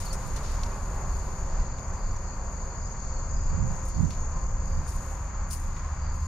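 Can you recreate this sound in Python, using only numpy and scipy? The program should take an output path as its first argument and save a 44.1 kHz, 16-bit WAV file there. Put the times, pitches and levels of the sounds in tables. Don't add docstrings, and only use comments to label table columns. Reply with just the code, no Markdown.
import sys
import numpy as np
from scipy import signal
from scipy.fft import rfft, irfft
from scipy.io import wavfile
from scipy.ndimage import uniform_filter1d

SR = 44100
rng = np.random.default_rng(int(sys.argv[2]) if len(sys.argv) > 2 else 0)


def wav_record(signal):
    frames = np.transpose(np.atleast_2d(signal))
    bounded = np.clip(frames, -1, 1)
    quanta = np.round(bounded * 32767).astype(np.int16)
    wavfile.write(sys.argv[1], SR, quanta)


N = 276507
TIME = np.arange(N) / SR
FREQ = np.maximum(np.arange(N // 2 + 1) * SR / N, 1)

# (frequency [Hz], level [dB])
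ROAD_HZ_DB = [(160, 0), (280, -9), (309, -16.5), (382, -2.5), (409, -6.5), (467, -7), (528, -1.5),
              (571, -4.5), (729, -4), (1030, 1), (1260, -3), (2510, -17), (2930, -25), (3500, -29),
              (4000, -37), (5200, -71), (8800, -120)]
# (time [s], roar level before flutter [dB], gain of the part below about 800 Hz [dB])
ROAD_S_DB_DB = [(0, -43.5, 2), (.6, -43, 2.8), (1.2, -45, 4.5), (2.2, -45.5, 3), (3.5, -46, 2.5),
                (4.5, -46, 3), (5.4, -44.5, -2), (6.27, -45, -3.5)]
# (centre [s], length [s], frequency [Hz], level [dB])
WHINE_S_S_HZ_DB = [(3, 4, 531, -60.5), (.1, .3, 535, -57), (1.5, .28, 533, -54.5), (3.12, .1, 526, -56),
                   (3.72, .24, 529, -56), (4.7, .33, 526, -57.5), (2.2, 2.6, 965, -60),
                   (.68, .08, 940, -54.5), (2.75, .3, 945, -56.5), (3.7, .2, 940, -56.5),
                   (5.9, .18, 955, -56), (3, 4, 1055, -61), (.55, .22, 1075, -57.5), (2.3, .2, 1065, -56.5),
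                   (4.33, .25, 1045, -53), (5.05, .12, 1050, -56.5), (5.87, .1, 1055, -53),
                   (6.24, .13, 1040, -52.5)]
WHINE_HALF_WIDTH_HZ = 17.3
# (frequency [Hz], level [dB])
RUMBLE_HZ_DB = [(11, -51), (18, 5), (37, 1.5), (78, -5), (103, -11.5), (150, -16), (330, -31.5), (430, -54),
                (730, -120)]
# (time [s], gain [dB])
UPPER_S_DB = [(0, -30), (1.3, -29), (2, -32), (2.9, -31.5), (3.5, -29), (4.7, -28.5), (5.3, -32),
              (6.27, -30.5)]
# (centre [s], length [s], added gain [dB])
SURGES_S_S_DB = [(.55, 0.14, -40), (1.15, 0.17, -34.5), (1.6, 0.032, -25), (2.07, 0.055, -35),
                 (3.5, 0.25, -31.5), (4.58, 0.3, -37.5)]
DEEP_DB = -31.5
# (time [s], level [dB])
ENGINE_S_DB = [(0, -53), (2.5, -48), (3.5, -42.4), (4.6, -41.4), (4.95, -37.4), (6.27, -35.2)]
ENGINE_FIRING_HZ = 74.35
# (centre [s], length [s], level before port gains [dB])
PUFFS_S_S_DB = [(.28, 0.033, -40), (3.625, 0.12, -31.5), (3.966, 0.029, -40), (4.03, 0.058, -26),
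                (4.78, 0.031, -38)]
# (centre [s], length [s], pitch [Hz], level before canopy and ear gains [dB])
TWITTER_S_S_HZ_DB = [(1.8, .06, 4770, -61), (2.08, .03, 4760, -64), (2.255, .04, 4880, -57),
                     (2.3, .05, 4470, -56), (2.55, .1, 4780, -68), (2.742, 0.082, 4480, -58),
                     (2.85, .07, 4890, -57), (3.16, 0.065, 4440, -55), (3.37, 0.083, 4890, -54.5),
                     (3.938, 0.054, 4510, -57), (4.72, 0.07, 4820, -57)]
# (start [s], length [s], start pitch [Hz], end pitch [Hz], peak before ear gains [dB])
CHIPS_S_S_HZ_HZ_DB = [(0.054, .031, 4570, 4170, -45.5), (0.098, 0.032, 4640, 4170, -46.5)]
CHIP_ARCH, CHIP_ECHO_DB, CHIP_ECHO_S = 1.9, -11, .02
# (frequency [Hz], level [dB])
CLOTH_HZ_DB = [(4710, -23), (8000, 1), (8270, -18), (8670, -1), (9220, -0.5), (10800, -8), (12200, -5.5),
               (13500, -11.5), (15600, -24)]
# (start [s], length [s], level before sag and flutter [dB])
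RUBS_S_S_DB = [(-.07, 1.48, -58), (1.75, 1.17, -70.5), (3.63, 0.9, -70), (3.96, 0.19, -70),
               (4.61, 0.33, -69), (4.88, 0.26, -62), (5.46, 0.17, -61.5), (6.11, .2, -66)]
RUB_ATTACK_S, RUB_SAG_DB_PER_S, RUB_RELEASE_S, CLOTH_REST_DB = 0.04, 6, 0.094, -79.5
# (peak [s], rise 1/e [s], decay [s], swish gain [dB], body relative to swish gain [dB])
SWISHES_S_S_S_DB_DB = [(.003, .012, .023, -44.5, -2), (0.055, 0.0032, .005, -38, -10),
                       (.132, 0.0035, 0.011, -40, 2.5), (.367, .005, .005, -49, 2),
                       (3.859, .014, 0.015, -54, -5), (3.886, 0.006, .015, -50, 0),
                       (4.893, 0.022, 0.053, -48.5, -2.5), (5.24, .025, .03, -63, -4),
                       (5.513, 0.0086, .016, -43, 1.5), (5.537, 0.014, 0.029, -39, -9)]
# (frequency [Hz], level [dB])
SWISH_HZ_DB = [(2500, -7), (3800, -10.5), (4700, 2.5), (6500, 3.5), (8300, -5), (9200, 7.5), (11000, -14),
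               (13000, -25), (16000, -15)]
SWISH_HISS_DB = -6
# (time [s], peak level [dB])
SNAGS_S_DB = [(.518, -45), (3.829, -54), (4.022, -58), (4.952, -49), (4.964, -46), (5.063, -48),
              (5.102, -56), (5.491, -52), (5.602, -44.5), (5.619, -50)]
SNAG_DECAY_S = 0.00067
# (frequency [Hz], level [dB])
LITTER_HZ_DB = [(900, -37), (2000, 3.5), (3200, -2), (4600, 5.5), (6000, 3), (8000, -5), (12000, -13),
                (16000, -43)]
# (start [s], length [s], level before sag [dB])
SCUFFS_S_S_DB = [(-.03, 0.044, -50), (.2, 0.24, -58), (.42, .07, -51), (.7, 0.91, -62), (3.68, 0.48, -63),
                 (4.82, 0.35, -62), (5.5, 0.39, -61.5), (6.18, .1, -66)]
SCUFF_ATTACK_S, SCUFF_SAG_DB_PER_S, SCUFF_RELEASE_S, LITTER_REST_DB = 0.023, 0.5, 0.19, -75
# (time [s], snap level [dB], crumbling tail relative to snap [dB],
# tail decay [s], brightness [dB/octave])
TICKS_S_DB_DB_S_DB_PER_OCT = [(0.362, -48, 3, 0.028, -.5), (0.634, -39, -16, .004, -1),
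                              (.663, -48, -12, .003, -1), (1.53, -61, -4, .0068, 4),
                              (1.784, -51.5, -1, 0.01, -5), (2.162, -56, -3, .003, 5),
                              (4.106, -45, -2.5, 0.032, -2), (4.922, -53, -5, .005, -6),
                              (5.767, -52.5, 4, 0.031, -14)]
# (frequency [Hz], level before brightness [dB], decay [s])
TWIG_HZ_DB_S = [(2600, -7, 0.0049), (4370, -3, .003), (5880, 6.5, 0.0031)]
SNAP_DECAY_S = 0.0053
# (frequency [Hz], level [dB])
SHRILL_HZ_DB = [(5200, -22.5), (5700, -16.5), (6000, -15.5), (6300, -8), (6550, -.5), (6750, 0.5),
                (7100, -5), (7400, -13), (7700, -23.5), (8000, -35.5)]
# (time [s], level before flutter [dB])
CHORUS_S_DB = [(0, -49), (2.2, -49.5), (3, -46.5), (4.6, -49), (5.5, -51), (6.27, -50.5)]
# (frequency [Hz], level [dB])
RASP_HZ_DB = [(3800, -12), (4150, -7), (4400, -0.5), (4700, 3.5), (5000, 0), (5250, -25), (5500, -27)]
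# (time [s], level before flutter [dB])
RASP_S_DB = [(0, -62.5), (4.7, -63), (5.4, -67), (6.27, -64)]
# (frequency [Hz], left minus right [dB])
TILT_HZ_DB = [(30, -.3), (70, -.5), (140, -1), (300, 0), (1000, 0.7), (2500, 3), (4700, 3.5), (6700, 7),
              (7500, 6.5), (8300, 1.9), (9300, 10), (10800, 7), (12300, 10.9), (15000, 11)]
# (frequency [Hz], correlation [0-1])
LIKENESS_HZ_CORR = [(30, 1), (70, 0.99), (130, 1), (280, 0.95), (550, 0.93), (1100, 0.85), (2500, 0.37),
                    (4700, 0.29), (6700, .03), (12000, 0.042)]
TOP_HZ = 15600


def undb(db):
    return 10 ** (np.asarray(db) / 20)


def unit(x):
    return x / np.sqrt(np.mean(x ** 2) + 1e-30)


def curve(rows):
    return undb(np.interp(TIME, *np.transpose(rows)))


def across(points):
    hz, value = np.transpose(points)
    return np.interp(np.log(FREQ), np.log(hz), value)


def colour(x, points):
    octaves_below = np.maximum(np.log2(points[0][0] / FREQ), 0)
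    octaves_above = np.maximum(np.log2(FREQ / points[-1][0]), 0)
    gain = undb(across(points) - 49 * (octaves_below + octaves_above))
    return unit(irfft(rfft(x) * gain, N))


def noise():
    return rng.standard_normal((2, N))


def walk(rate_hz):
    return unit(irfft(rfft(rng.standard_normal(N)) * np.exp(-(FREQ / rate_hz) ** 2), N))


def bump(at_s, length_s):
    return np.exp(-((TIME - at_s) / length_s) ** 2)


def swells(rows):
    return sum(undb(db) * bump(at, length) for at, length, db in rows)


def strokes(rows, attack_s, sag_db_per_s, release_s, rest_db):
    power = undb(rest_db) ** 2
    for at, length, db in rows:
        age = np.maximum(TIME - at, 0)
        attack = np.minimum(age / attack_s, 1)
        release = np.exp(-np.maximum(age - length, 0) / release_s)
        power = power + (attack * release * undb(db - sag_db_per_s * age)) ** 2
    return np.sqrt(power)


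def even(pair):
    spectrum = rfft(pair)
    power = uniform_filter1d(np.mean(np.abs(spectrum) ** 2, axis=0), size=1200)
    return irfft(spectrum / np.sqrt(np.abs(power) + 1e-6 * power.max()), N)


def ports(pair):
    alike = np.clip(across(LIKENESS_HZ_CORR), -.99, .99)
    mid, side = rfft(pair) * np.sqrt([1 + alike, 1 - alike])
    lean = undb(across(TILT_HZ_DB) / 2)
    out = irfft(np.array([(mid + side) * lean, (mid - side) / lean]), N)
    return out / np.std(out.mean(axis=0))


def scatter_paths(fade_s):
    tail = TIME[:SR // 4]
    return unit(rng.standard_normal((2, len(tail))) * np.exp(-tail / fade_s)) / np.sqrt(len(tail))


def canopy(x, fade_s):
    return signal.fftconvolve(scatter_paths(fade_s), x[None], axes=1)[:, :N]


def road():
    roar = ports(colour(noise(), ROAD_HZ_DB))
    body = irfft(rfft(roar) / (1 + (FREQ / 800) ** 6), N)
    times, roar_db, body_db = np.transpose(ROAD_S_DB_DB)
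    weighted = roar + body * (undb(np.interp(TIME, times, body_db)) - 1)
    return weighted * undb(np.interp(TIME, times, roar_db) + 0.79 * walk(5.9))


def whine():
    flutter = walk(WHINE_HALF_WIDTH_HZ) + 1j * walk(WHINE_HALF_WIDTH_HZ)
    out = np.zeros(N)
    for at, length, hz, db in WHINE_S_S_HZ_DB:
        carrier = np.exp(2j * np.pi * hz * TIME)
        band = np.real(np.roll(flutter, rng.integers(N)) * carrier)
        out += undb(db) * bump(at, length) * band
    return out


def rumble():
    low = ports(colour(noise(), RUMBLE_HZ_DB))
    deep = irfft(rfft(low) / (1 + (FREQ / 75) ** 4), N)
    return deep * (undb(DEEP_DB) + swells(SURGES_S_S_DB)) + (low - deep) * curve(UPPER_S_DB)


def engine():
    turn = 2 * np.pi * np.cumsum(ENGINE_FIRING_HZ * (1 + 0.01311 * walk(4.27))) / SR
    fading = undb(3 * walk(9))
    hum = np.sin(turn) + undb(-16.5) * np.sin(2 * turn)
    return unit(hum * fading) * curve(ENGINE_S_DB)


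def buffets():
    eddies = colour(noise(), [(40, -8.5), (90, -2), (160, -4.0), (260, -21.5), (400, -36.0)])
    left = undb(-17) * (eddies[1] + 0.5 * eddies[0])
    right = undb(7.5) * eddies[1]
    return np.array([left, right]) * swells(PUFFS_S_S_DB)


def twitter():
    out = np.zeros(N)
    for at, length, hz, db in TWITTER_S_S_HZ_DB:
        note = np.cumsum(26 * (1 + 0.18 * walk(22))) / SR % 1
        pitch_hz = hz * (1 + 0.0867 * (.5 - note) + .022 * walk(122.2))
        whistle = np.sin(2 * np.pi * np.cumsum(pitch_hz) / SR)
        out += undb(db) * bump(at, length) * np.sin(np.pi * note) ** 2 * whistle
    return canopy(out, fade_s=0.03) * undb([[8], [6]])


def bird():
    out = np.zeros(N)
    for at, length, start_hz, end_hz, db in CHIPS_S_S_HZ_HZ_DB:
        part = np.clip((TIME - at) / length, 0, 1)
        hz = start_hz + (end_hz - start_hz) * part ** CHIP_ARCH + 60 * walk(400)
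        out += undb(db) * np.sin(np.pi * part) * np.sin(2 * np.pi * np.cumsum(hz) / SR)
    return (out + undb(CHIP_ECHO_DB) * canopy(out, CHIP_ECHO_S)) * undb([[-1], [4]])


def clothing():
    hiss = ports(colour(noise() * undb(2.0 * walk(500)), CLOTH_HZ_DB))
    body = ports(colour(noise() * undb(3.1 * walk(350)), SWISH_HZ_DB))
    rubbing = strokes(RUBS_S_S_DB, RUB_ATTACK_S, RUB_SAG_DB_PER_S, RUB_RELEASE_S, CLOTH_REST_DB)
    rubbing = rubbing * undb(1.4 * walk(22))
    swishing, pressing, snags = 0, 0, 0
    for at, rise, decay, db, body_db in SWISHES_S_S_S_DB_DB:
        fall = np.exp(-np.abs(TIME - at) / decay)
        swish = undb(db) * np.where(TIME < at, bump(at, rise), fall)
        swishing = swishing + swish
        pressing = pressing + undb(body_db) * swish
    for at, db in SNAGS_S_DB:
        fall = np.exp(-np.clip((TIME - at) / SNAG_DECAY_S, 0, 20))
        snags = snags + undb(db) * (TIME >= at) * fall
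    return hiss * (np.hypot(rubbing, undb(SWISH_HISS_DB) * swishing) + snags) + body * pressing


def scuffing():
    crunch = ports(colour(noise() * undb(1.9 * walk(690)), LITTER_HZ_DB))
    return crunch * strokes(SCUFFS_S_S_DB, SCUFF_ATTACK_S, SCUFF_SAG_DB_PER_S,
                            SCUFF_RELEASE_S, LITTER_REST_DB)


def twigs():
    out = np.zeros((2, N))
    crumbs = unit(undb(2.2 * walk(300)))
    grit = rfft(ports(colour(noise(), LITTER_HZ_DB)))
    pivot_hz = TWIG_HZ_DB_S[0][0]
    for at, db, tail_db, decay, bright in TICKS_S_DB_DB_S_DB_PER_OCT:
        age = np.clip(TIME - at, 0, 20 * decay)
        tail = undb(tail_db) * crumbs * np.exp(-age / decay)
        shape = np.hypot(np.exp(-age / SNAP_DECAY_S), tail)
        crack = irfft(grit * undb(bright * np.log2(FREQ / pivot_hz)), N)
        crack = shape * crack / np.std(crack.mean(axis=0))
        size = 1 + 0.013 * rng.standard_normal()
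        ring = 0
        for hz, mode_db, fade in TWIG_HZ_DB_S:
            gain = undb(mode_db + bright * np.log2(hz / pivot_hz))
            ring = ring + gain * np.sin(2 * np.pi * hz * size * age) * np.exp(-age / fade)
        out += (crack + ring) * undb(db) * (TIME >= at)
    return out


def singers(ring_hz, click_hz, beat_hz, glide, spread, throb_db, canopy_s, count):
    out = np.zeros((2, N))
    for _ in range(count):
        pace, pitch, size = rng.standard_normal(3)
        beat = np.cumsum(beat_hz * (1 + .05 * pace + .04 * walk(5))) / SR % 1
        rate_hz = click_hz * (1 + .1 * pace + .05 * walk(60))
        age = np.cumsum(rate_hz) / SR % 1 / rate_hz
        hz = ring_hz * (1 + spread * pitch + glide * (.5 - beat))
        ring = np.sin(2 * np.pi * hz * age) * np.exp(-age / 0.0023)
        song = ring * undb(throb_db * np.cos(2 * np.pi * beat) + 2 * size + walk(2.3))
        paths = scatter_paths(canopy_s)
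        paths[[0, 1], rng.integers(0, 24, size=2)] += 1.2
        out += signal.fftconvolve(paths, song[None], axes=1)[:, :N]
    return out


def cicadas():
    high = singers(ring_hz=6743, click_hz=424.0, beat_hz=39.94, glide=0.091, spread=0.0423,
                   throb_db=4.5, canopy_s=0.054, count=6)
    low = singers(ring_hz=4615, click_hz=248.9, beat_hz=28.56, glide=0.046, spread=0.0735,
                  throb_db=4.5, canopy_s=0.078, count=4)
    high = ports(colour(even(high), SHRILL_HZ_DB)) * curve(CHORUS_S_DB) * undb(0.7 * walk(30))
    low = ports(colour(even(low), RASP_HZ_DB)) * curve(RASP_S_DB) * undb(2.2 * walk(4.2))
    return high + low


def scene():
    background = road() + whine() + rumble() + engine() + buffets()
    near = clothing() + scuffing() + twigs()
    return background + twitter() + bird() + near + cicadas()


def record(dry):
    ease = np.clip(np.minimum(TIME, TIME[-1] - TIME) / .003, 0, 1)
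    low_pass = signal.ellip(10, .1, 80, TOP_HZ, fs=SR, output="sos")
    return signal.sosfilt(low_pass, dry * ease)


dry = scene()
out = record(dry)
wav_record(out)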